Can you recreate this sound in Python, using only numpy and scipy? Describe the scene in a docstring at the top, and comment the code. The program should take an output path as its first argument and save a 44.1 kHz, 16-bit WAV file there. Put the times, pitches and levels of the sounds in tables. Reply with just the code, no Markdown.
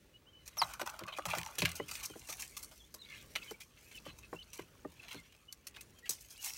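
"""Quail chicks peep softly in a brooder box, heard from just above, and one gives a sharp squeal.
Each call is a gliding, near-pure whistle from the syrinx, smeared by the close walls. Claws and beaks
scratch and peck at paper bedding, floor litter and a plastic feed dish: grainy friction and clean blows
coloured by each surface. Soft bodies bump the wall with dull, ringing knocks.
Under it all lies a quiet room with a distant house rumble."""
import sys
import numpy as np
from scipy import signal
from scipy.fft import rfft, irfft, next_fast_len
from scipy.io import wavfile
from scipy.ndimage import uniform_filter1d, map_coordinates

SR = 44100
rng = np.random.default_rng(int(sys.argv[2]) if len(sys.argv) > 2 else 0)


def transcribe(signal):
    """Save signal, clipped to [-1, 1], as a 16-bit WAV file at the path in sys.argv[1]."""
    frames = np.atleast_2d(signal).T
    limited = np.clip(frames, -1, 1)
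    pcm = np.round(limited * 32767).astype(np.int16)
    wavfile.write(sys.argv[1], SR, pcm)


N = 289737


def amp(db):
    return 10 ** (np.asarray(db) / 20)


def unit_rms(x):
    return x / np.sqrt(np.mean(x ** 2) + 1e-20)


def curves(rows, t):
    """Each column after the time, read at times t."""
    times, *columns = np.transpose(rows)
    return [np.interp(t, times, column) for column in columns]


def wobble(rate):
    """A smooth random curve, rate knots a second."""
    return map_coordinates(rng.standard_normal(int(N * rate / SR) + 4), [np.arange(N) * rate / SR])


def filtered(x, response):
    """x through a complex frequency response."""
    size = next_fast_len(N + SR // 2)
    return irfft(rfft(x, size) * response(np.fft.rfftfreq(size, 1 / SR)), size)[:N]


def resonate(x, peaks):
    """x through (centre [Hz], width [Hz], gain [dB]) resonances that keep the level of white noise."""
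    def body(f):
        return sum((-1) ** k * amp(db) * 1j * f * width / (hz * hz - f * f + 1j * f * width)
                   for k, (hz, width, db) in enumerate(peaks))
    return filtered(x, body) / np.sqrt(np.mean(abs(body(np.fft.rfftfreq(4096, 1 / SR))) ** 2))


def add(track, start, sound):
    """Mix a sound into a track, start seconds in."""
    at = round(start * SR)
    track[at:at + len(sound)] += sound[:len(track) - at]


# EQ of the room tone: (frequency [Hz], relative level [dB])
ROOM_EQ = [(15, -38), (25, 5.5), (208, -8), (273, -9.5), (445, -11.5), (584, -14), (669, -23),
           (1060, -40.5), (1390, -31.5), (1640, -21), (1830, -23), (13600, -35.5), (16500, -27)]
# fader ride of the house rumble: (time [s], level [dB])
RUMBLE_RIDE = [(0.0, -71), (0.66, -58), (0.97, -60), (1.53, -64), (1.77, -59), (2.3, -57), (2.51, -62),
               (3.35, -68), (3.71, -65), (4.1, -55), (4.5, -59.5), (4.63, -64.5), (5.14, -64), (5.6, -66),
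               (5.95, -70), (6.24, -63.5), (6.57, -65.5)]
def room():
    """The bed: drifting room tone with microphone hiss, and a distant house rumble that swells."""
    hz, db = np.transpose(ROOM_EQ)
    tone = filtered(rng.standard_normal(N), lambda f: amp(np.interp(np.log(f + 1), np.log(hz), db)))
    rumble = resonate(rng.standard_normal(N), [(53, 10.5, 11), (152, 19, -11)])
    tone_db = -65.5 + 2.58 * wobble(2.73)
    rumble_db = curves(RUMBLE_RIDE, np.arange(N) / SR)[0]
    return amp(tone_db) * unit_rms(tone) + amp(rumble_db) * rumble


def ring(modes, t, spread_db, detune, rise_cycles):
    """Damped modes, varied in strength and pitch as every bump lands elsewhere; low ones bloom later."""
    sound = np.zeros(len(t))
    for hz, db, t60 in modes:
        decay = amp(db + spread_db * rng.normal() - 60 * t / t60)
        bloom = 1 - np.exp(-t * hz / rise_cycles)
        sound += decay * bloom * np.sin(2 * np.pi * hz * (1 + detune * rng.normal()) * t)
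    return sound


# modes of the wall panel and of the whole box: (pitch [Hz], level [dB], t60 [s])
WALL_MODES = [(209.3, -10.5, 0.16), (320.2, -3, 0.11), (394, -2, 0.075), (482.5, -1, 0.055),
              (579, -3.5, 0.072), (834, 1, 0.032), (1062, 0.5, 0.0357), (1480, 1.5, 0.013),
              (1900, -0.5, 0.032)]
BOX_MODES = [(82.57, -7.5, 0.37), (119.3, 1, 0.16), (166.6, 0, 0.198)]
# bumps on the wall: (time [s], wall level [dB], boom level [dB], favoured pitch [Hz])
KNOCK_CUES = [(0.615, -42.5, -47, 786), (0.813, -35.5, -62.5, 890), (1.012, -37, -46, 304),
              (1.184, -38.5, -70, 797), (1.262, -51, -40, 834), (1.333, -55, -50, 886),
              (1.368, -39.5, -36.5, 361), (1.583, -41, -47, 385), (1.621, -27, -25.5, 272),
              (1.799, -33, -49.5, 485), (2.1, -44.5, -58, 400), (2.156, -41, -64.5, 308),
              (2.289, -45, -59.5, 815), (2.942, -48.5, -73, 495), (3.357, -46, -58.5, 616),
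              (3.511, -40, -63.5, 307), (4.063, -40, -48, 330), (4.329, -38, -48, 480),
              (4.593, -39.5, -50, 400), (4.848, -38.5, -49, 400), (5.146, -38, -49, 314),
              (6.092, -46, -56, 377)]
def knocks():
    """A soft body bumps the wall: short rattling panel modes, and the box booms later and longer."""
    wall, boom = np.zeros((2, N))
    t = np.arange(SR // 2) / SR
    swell = 1 - np.exp(-t / .012)
    for start, wall_db, boom_db, favoured_hz in KNOCK_CUES:
        # the spot it hits favours nearby pitches
        modes = [(hz, db - 5 * abs(np.log2(hz / favoured_hz)), t60) for hz, db, t60 in WALL_MODES]
        add(wall, start, amp(wall_db) * ring(modes, t, spread_db=2.5, detune=.066, rise_cycles=.88))
        box = ring(BOX_MODES, t, spread_db=2, detune=.015, rise_cycles=.1)
        add(boom, start, amp(boom_db) * swell * box)
    return wall * amp(2.5 * wobble(150)) + boom * amp(1.5 * wobble(35))


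def surface_envelopes(cues):
    """Lay (time, levels, shape) cues on three tracks: litter, paper, dish."""
    tracks = np.zeros((3, N))
    for start, levels, shape in cues:
        for track, db in zip(tracks, levels):
            add(track, start, amp(db) * shape)
    return tracks


# fader ride of the constant rustle: (time [s], paper [dB], litter [dB], dish [dB])
STIR_RIDE = [(0.0, -78, -79, -77), (0.29, -85, -83, -80), (0.58, -70, -64, -72), (0.75, -70, -70, -62.5),
             (1.17, -74.5, -67, -61.5), (1.45, -60, -63, -55.5), (1.77, -67, -61, -62.5),
             (2.43, -56.5, -67.5, -73), (2.91, -71.5, -74, -76.5), (3.48, -66.5, -68, -68.5),
             (3.62, -72, -75, -75.5), (4.41, -69, -70, -76), (4.83, -75, -74.5, -75),
             (5.12, -68.5, -65.5, -75.5), (5.49, -76.5, -75.5, -76.5), (6.02, -73, -74.5, -74),
             (6.33, -62, -69, -77.5), (6.57, -59, -64.5, -74.5)]
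def stirring():
    """Friction envelopes of restless feet, fluttering around the ride."""
    paper, litter, dish = [amp(db + 1.5 * wobble(40)) for db in curves(STIR_RIDE, np.arange(N) / SR)]
    return np.array([litter, paper, dish])


# longer shuffles: (time [s], length [s], litter [dB], paper [dB], dish [dB])
SHUFFLE_CUES = [(.56, 0.162, -73.5, -57.5, -54.5), (0.645, 0.1435, -60, -63, -52.5),
                (0.814, 0.24, -71, -69.5, -60), (1.293, 0.139, -66, -75.5, -53),
                (1.412, 0.12, -67, -75, -61), (1.618, 0.1333, -47.5, -60, -67),
                (1.867, 0.197, -58.5, -54, -64), (3.022, 0.24, -55.5, -71, -95),
                (3.34, 0.25, -64.5, -67.5, -88), (3.733, 0.281, -74, -68.5, -93.5),
                (4.035, 0.0945, -56.5, -78, -62), (4.95, 0.19, -65, -80, -78),
                (5.052, 0.177, -57.5, -71, -65), (6.142, 0.15, -99, -82, -93),
                (6.391, 0.139, -54, -44.5, -62.5), (6.445, 0.23, -72, -53.5, -72)]
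def shuffles():
    """Friction envelopes of feet pushing through the litter: each swells and fades."""
    return surface_envelopes((start, levels, np.hanning(round(length * SR)))
                             for start, length, *levels in SHUFFLE_CUES)


# soft claw strokes: (time [s], litter [dB], paper [dB], dish [dB])
SCRATCH_CUES = [(0.4545, -45, -39, -75), (0.6893, -57, -47.5, -61.5), (0.8583, -33, -34.5, -24),
                (0.987, -42, -49.5, -39), (1.0739, -30.5, -50, -28.5), (1.1203, -31, -58, -40),
                (1.1631, -36, -39, -41), (1.2797, -28.5, -34, -28), (1.299, -25, -29, -42.5),
                (1.3688, -28, -30, -43.5), (1.751, -37, -27.5, -61), (1.8805, -34, -32, -45),
                (2.029, -33.5, -24, -41.5), (2.045, -57.5, -32, -64.5), (2.2687, -50, -43.5, -52),
                (2.2856, -34, -29, -45), (2.376, -41, -50.5, -54), (2.393, -37, -26.5, -43),
                (2.4189, -34, -35.5, -46), (2.4494, -52.5, -62.5, -91), (2.593, -58, -48.5, -55),
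                (2.7097, -46, -41.5, -47.5), (3.2998, -69.5, -47, -59), (3.6012, -35.5, -35.5, -53),
                (3.7668, -48.5, -74.5, -83.5), (3.911, -40, -49, -57), (3.9518, -47, -41, -68),
                (4.05, -44, -48, -44), (4.226, -43.5, -82.5, -58.5), (4.3286, -49, -49.5, -34),
                (4.559, -62.5, -61.5, -74.5), (4.586, -38.5, -45, -40), (5.0005, -53, -79.5, -74),
                (5.029, -43, -75, -50), (5.108, -34, -37.5, -40.5), (5.7399, -40, -61.5, -58),
                (5.7577, -41, -48, -48), (6.0541, -34.5, -43, -50), (6.302, -53.5, -35.5, -60),
                (6.4384, -64.5, -28, -56)]
def scratches():
    """Friction envelopes of scraping claws: a soft attack and a quick decay."""
    t = np.arange(SR // 4) / SR
    scrape = (1 - np.exp(-t / .024)) * amp(-60 * t / .07)
    return surface_envelopes((start, levels, scrape) for start, *levels in SCRATCH_CUES)


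# hard pecks and snaps: (time [s], litter [dB], paper [dB], dish [dB], t60 [s])
PECK_CUES = [(0.4774, -50, -48.5, -64, 0.044), (0.5693, -46, -51, -42.5, 0.076),
             (0.615, -33, -39.5, -23.5, 0.071), (0.7362, -49, -40, -47, 0.031),
             (0.7955, -46.5, -45.5, -34, 0.075), (0.815, -39.5, -36.5, -28.5, 0.03),
             (0.874, -46, -42, -40, 0.015), (0.8936, -46, -46.5, -44, 0.027), (0.938, -68, -61, -52, 0.041),
             (0.991, -50, -45, -55, 0.02), (1.066, -60, -48, -65, 0.012), (1.036, -41.5, -54, -64, 0.017),
             (1.0826, -54.5, -48, -48, 0.012), (1.1845, -58.5, -47.5, -30.5, 0.037),
             (1.254, -37.5, -35.5, -29, 0.057), (1.3337, -36, -55, -28, 0.04), (1.35, -39, -39, -46, 0.059),
             (1.3841, -34, -40, -52, 0.0234), (1.4136, -42, -51.5, -48, 0.0115),
             (1.4314, -39, -42, -56.5, 0.013), (1.4621, -40, -40, -39, 0.0099),
             (1.5547, -50, -44, -76, 0.0133), (1.5833, -34.5, -33.5, -83, 0.1),
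             (1.6194, -24.5, -35, -38, 0.046), (1.6512, -24, -40, -40, 0.013),
             (1.6551, -21, -28, -44, 0.027), (1.69, -43, -45, -81, 0.0364), (1.716, -46, -37, -77, 0.018),
             (1.912, -55, -41.5, -54, 0.076), (1.9527, -41.5, -42.5, -64, 0.036),
             (2.006, -49, -51, -72, 0.016), (2.2993, -52.5, -42, -55, 0.08),
             (2.3267, -43.5, -49, -60.5, 0.047), (2.5671, -47.5, -39.5, -55, 0.0765),
             (2.6284, -59.5, -41.5, -57.5, 0.076), (2.941, -59, -43, -62.5, 0.063),
             (3.3533, -35, -47, -43, 0.023), (3.3576, -32, -41, -42.5, 0.069),
             (3.5084, -60, -45.5, -51, 0.044), (4.1861, -59.5, -50, -64, 0.031),
             (4.532, -55.5, -47.5, -64, 0.12), (4.9196, -82, -57, -69.5, 0.042),
             (5.0821, -52, -57.5, -75, 0.056), (5.3235, -59, -62, -82, 0.0346),
             (5.349, -58, -62, -79.5, 0.0254), (5.5252, -57.5, -42.5, -79.5, 0.04),
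             (5.6687, -48, -41, -59, 0.0574), (5.8085, -54, -45, -88, 0.06),
             (5.987, -67, -57.5, -78, 0.045), (6.093, -51, -27, -59, 0.0572), (6.1053, -55, -39, -60, 0.17),
             (6.2074, -81.5, -50.5, -79.5, 0.048), (6.2474, -62, -60, -78, 0.0144)]
# first contact above the peck's level: (litter [dB], paper [dB], dish [dB])
BLOW_BOOST = [15, 12, 12]
def pecks():
    """A beak strikes: friction envelopes that snap and settle, and one clean impulse at first contact."""
    t = np.arange(SR // 4) / SR
    attack = 1 - np.exp(-t / .0007)
    settling = amp(-44 - 60 * t / .11)
    snaps = surface_envelopes((start, levels, attack * (amp(-60 * t / t60) + settling))
                              for start, *levels, t60 in PECK_CUES)
    blows = np.zeros((3, N))
    for start, *levels, _ in PECK_CUES:
        blows[:, round(start * SR) + 20] = amp(np.add(levels, BLOW_BOOST))
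    return snaps, blows


def crinkle(colour_db, crackles_per_s):
    """Friction noise in grains and sparse crackles; each scrap of litter colours it for a moment."""
    ticks = (rng.random(N) < crackles_per_s / SR) * rng.exponential(1, N)
    grain = amp(2.5 * wobble(600)) + 1.5 * signal.lfilter([1], [1, -.98], ticks)
    spectrum = signal.stft(rng.standard_normal(N) * grain, nperseg=512)[2]
    patches = uniform_filter1d(rng.standard_normal(spectrum.shape), size=2, axis=0)
    patches = unit_rms(uniform_filter1d(patches, size=9, axis=1))
    return unit_rms(signal.istft(spectrum * amp(colour_db * patches), nperseg=512)[1][:N])


# resonances of paper bedding, floor litter and plastic dish: (centre [Hz], width [Hz], gain [dB])
PAPER_BODY = [(4226, 970, -6.5), (5950, 1180, 3), (7760, 4270, -1.5), (9605, 1300, -0.5), (11290, 1300, -6),
              (15500, 7800, -9)]
LITTER_BODY = [(1743, 229, -4), (2064, 138, 3), (2484, 477, 2.5), (3313, 630, -1), (4075, 690, -4.5)]
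DISH_BODY = [(618.9, 120, 1), (867, 183, 5), (1126, 187.5, 7.5), (1447, 212, 3.5)]
def scrabbling():
    """Friction and beak blows excite crisp paper, mid-range litter and the hollow dish."""
    snaps, blows = pecks()
    litter, paper, dish = stirring() + shuffles() + scratches() + snaps
    paper *= crinkle(colour_db=3.5, crackles_per_s=80)
    litter *= crinkle(colour_db=4.5, crackles_per_s=15)
    dish *= crinkle(colour_db=4.5, crackles_per_s=10)
    drives = blows + [litter, paper, dish]
    return sum(map(resonate, drives, [LITTER_BODY, PAPER_BODY, DISH_BODY]))


# early reflections off the box walls: (delay [s], level [dB])
WALL_ECHOES = [(.0023, -3), (.0041, -10), (.0068, -12), (.011, -16)]
def box_reflections(voice, tail_t60_s=.034, tail_db=-21.5):
    """The close walls make gliding notes beat and smear into a very short tail."""
    t = np.arange(SR // 10) / SR
    tail = rng.standard_normal(len(t)) * amp(-60 * t / tail_t60_s)
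    early = filtered(voice, lambda f: 1 + sum(amp(db) * np.exp(-2j * np.pi * f * delay)
                                              for delay, db in WALL_ECHOES))
    return early + amp(tail_db) * signal.fftconvolve(voice, tail / np.linalg.norm(tail))[:N]


def whistle(times, hz, db, octave_db):
    """The syrinx glides and wavers along pitch and level points; octave_db is relative to the note."""
    t = np.arange(times[0], times[-1], 1 / SR)
    pitch, level, upper = [np.interp(t, times, points) for points in (hz, db, np.add(db, octave_db))]
    waver = 1 + .007 * unit_rms(uniform_filter1d(rng.standard_normal(len(t)), size=SR // 250))
    phase = 2 * np.pi * np.cumsum(uniform_filter1d(pitch, size=SR // 200) * waver) / SR
    tone = amp(level) * np.sin(phase) + amp(upper) * np.sin(2 * phase)
    return np.sqrt(2) * signal.windows.tukey(len(t), .15) * tone


def squeal(length_s=.071, attack_s=.015, release_s=.0063):
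    """One sharp cry: the pitch falls ever slower and the octave dies early."""
    t = np.linspace(0, length_s, num=33)
    from_hz, toward_hz, fall_s = 6600, 2500, .058
    hz = toward_hz + (from_hz - toward_hz) * np.exp(-t / fall_s)
    db = -37 + np.interp(t, [0, attack_s, length_s - release_s, length_s], [-22, 0, -6, -32])
    return whistle(t, hz, db, octave_db=-550.5 * t)


# peeps and low chirrups:
# (time [s], length [s], start [Hz], middle [Hz], end [Hz], level [dB], loudest point [0-1])
PEEP_CUES = [(0.131, 0.047, 2841, 2927, 2915, -61, 0.22), (0.253, 0.075, 2740, 3120, 3100, -65.5, 0.14),
             (0.323, 0.13, 2970, 3004, 2944, -65.5, 0.13), (2.091, 0.061, 3229, 3049, 2846, -60, 0.18),
             (2.79, 0.07, 3680, 3250, 3703, -59.5, 0.4), (3.411, 0.021, 2760, 2607, 2540, -53, 0.84),
             (3.471, .048, 3050, 3033, 3040, -55.5, .55), (3.526, 0.0286, 2400, 2300, 2360, -59, .6),
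             (4.084, 0.045, 2000, 2017, 2033, -61, 0), (4.088, 0.048, 4020, 4065, 4140, -58.5, .4),
             (4.578, 0.058, 3060, 3030, 2950, -62.5, 0.1), (4.598, .025, 2000, 1930, 1965, -63, .7),
             (4.992, 0.017, 2650, 2620, 2400, -56, .55), (5.022, 0.042, 2632, 2679, 2530, -63, 0.1),
             (5.14, 0.062, 4270, 4220, 4050, -61, .45), (5.177, 0.044, 2150, 2120, 2030, -61, 0.37),
             (5.477, .042, 2880, 2983, 2940, -56.5, 0.47), (5.766, 0.0186, 2120, 2030, 2095, -59, .75),
             (5.773, 0.044, 2603, 2510, 2700, -60.5, 0.38), (5.933, .065, 3100, 3220, 3040, -69.5, 0.8),
             (6.025, 0.037, 1850, 1947, 1970, -51.5, .65), (6.342, 0.0222, 2687, 2558, 2630, -60.5, 0.71),
             (6.375, 0.041, 2773, 2876, 2860, -49.5, 0.31)]
# peeps with one up-and-down wave in pitch: (the peep columns, swing [Hz])
WARBLE_CUES = [(1.769, 0.083, 2800, 2950, 3350, -59, .3, 53),
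               (2.987, 0.0683, 3800, 3861, 4090, -55.5, 0.35, 333),
               (3.943, .048, 2920, 2840, 2580, -56.5, .8, 130),
               (4.357, 0.069, 2781, 2979, 2710, -54.5, 1, -170)]
# upward flicks that close some calls: (time [s], length [s], start [Hz], end [Hz], level [dB])
FLICK_CUES = [(3.429, 0.0084, 2810, 5220, -56), (3.978, 0.011, 2600, 4960, -60.5),
              (4.421, .012, 2690, 4880, -61), (6.357, 0.016, 2890, 5200, -63.5)]
def chicks():
    """The lead voices: whistled peeps, warbles, flicks and the squeal, flickering in level."""
    voice = np.zeros(N)
    progress = np.linspace(0, 1, num=17)
    peep_edge_db, warble_edge_db = -18, -4.5  # both ends of a call, against its loudest point
    calls = [(*row, 0, peep_edge_db) for row in PEEP_CUES]
    calls += [(*row, warble_edge_db) for row in WARBLE_CUES]
    for start, length, start_hz, middle_hz, end_hz, db, loudest, swing_hz, edge_db in calls:
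        glide = start_hz + (end_hz - start_hz) * progress
        arch = (middle_hz - (start_hz + end_hz) / 2) * np.sin(np.pi * progress)
        hz = glide + arch + swing_hz * np.sin(2 * np.pi * progress)
        off_peak = np.interp(progress, [0, np.clip(loudest, .05, .95), 1], [1, 0, 1])
        contour_db = db + edge_db * off_peak ** 2
        add(voice, start, whistle(start + length * progress, hz, contour_db, octave_db=-24.5))
    for start, length, *hz, db in FLICK_CUES:
        add(voice, start, whistle([start, start + length], hz, [db, db + .5], octave_db=-24))
    add(voice, start=.572, sound=squeal())
    return voice * amp(2.5 * wobble(110))


def scene():
    """Mono mix: voices in the box over scrabbling, knocks and the room."""
    return (box_reflections(chicks()) + scrabbling() + knocks() + room())[None]


def record(dry):
    """The microphone drops deep bass; nothing is kept above the band limit."""
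    low_cut_hz, top_hz = 36, 15850
    return filtered(dry[0], lambda f: (f < top_hz) * (1j * f / (low_cut_hz + 1j * f)) ** 4)[None]


dry = scene()
out = record(dry)
transcribe(out)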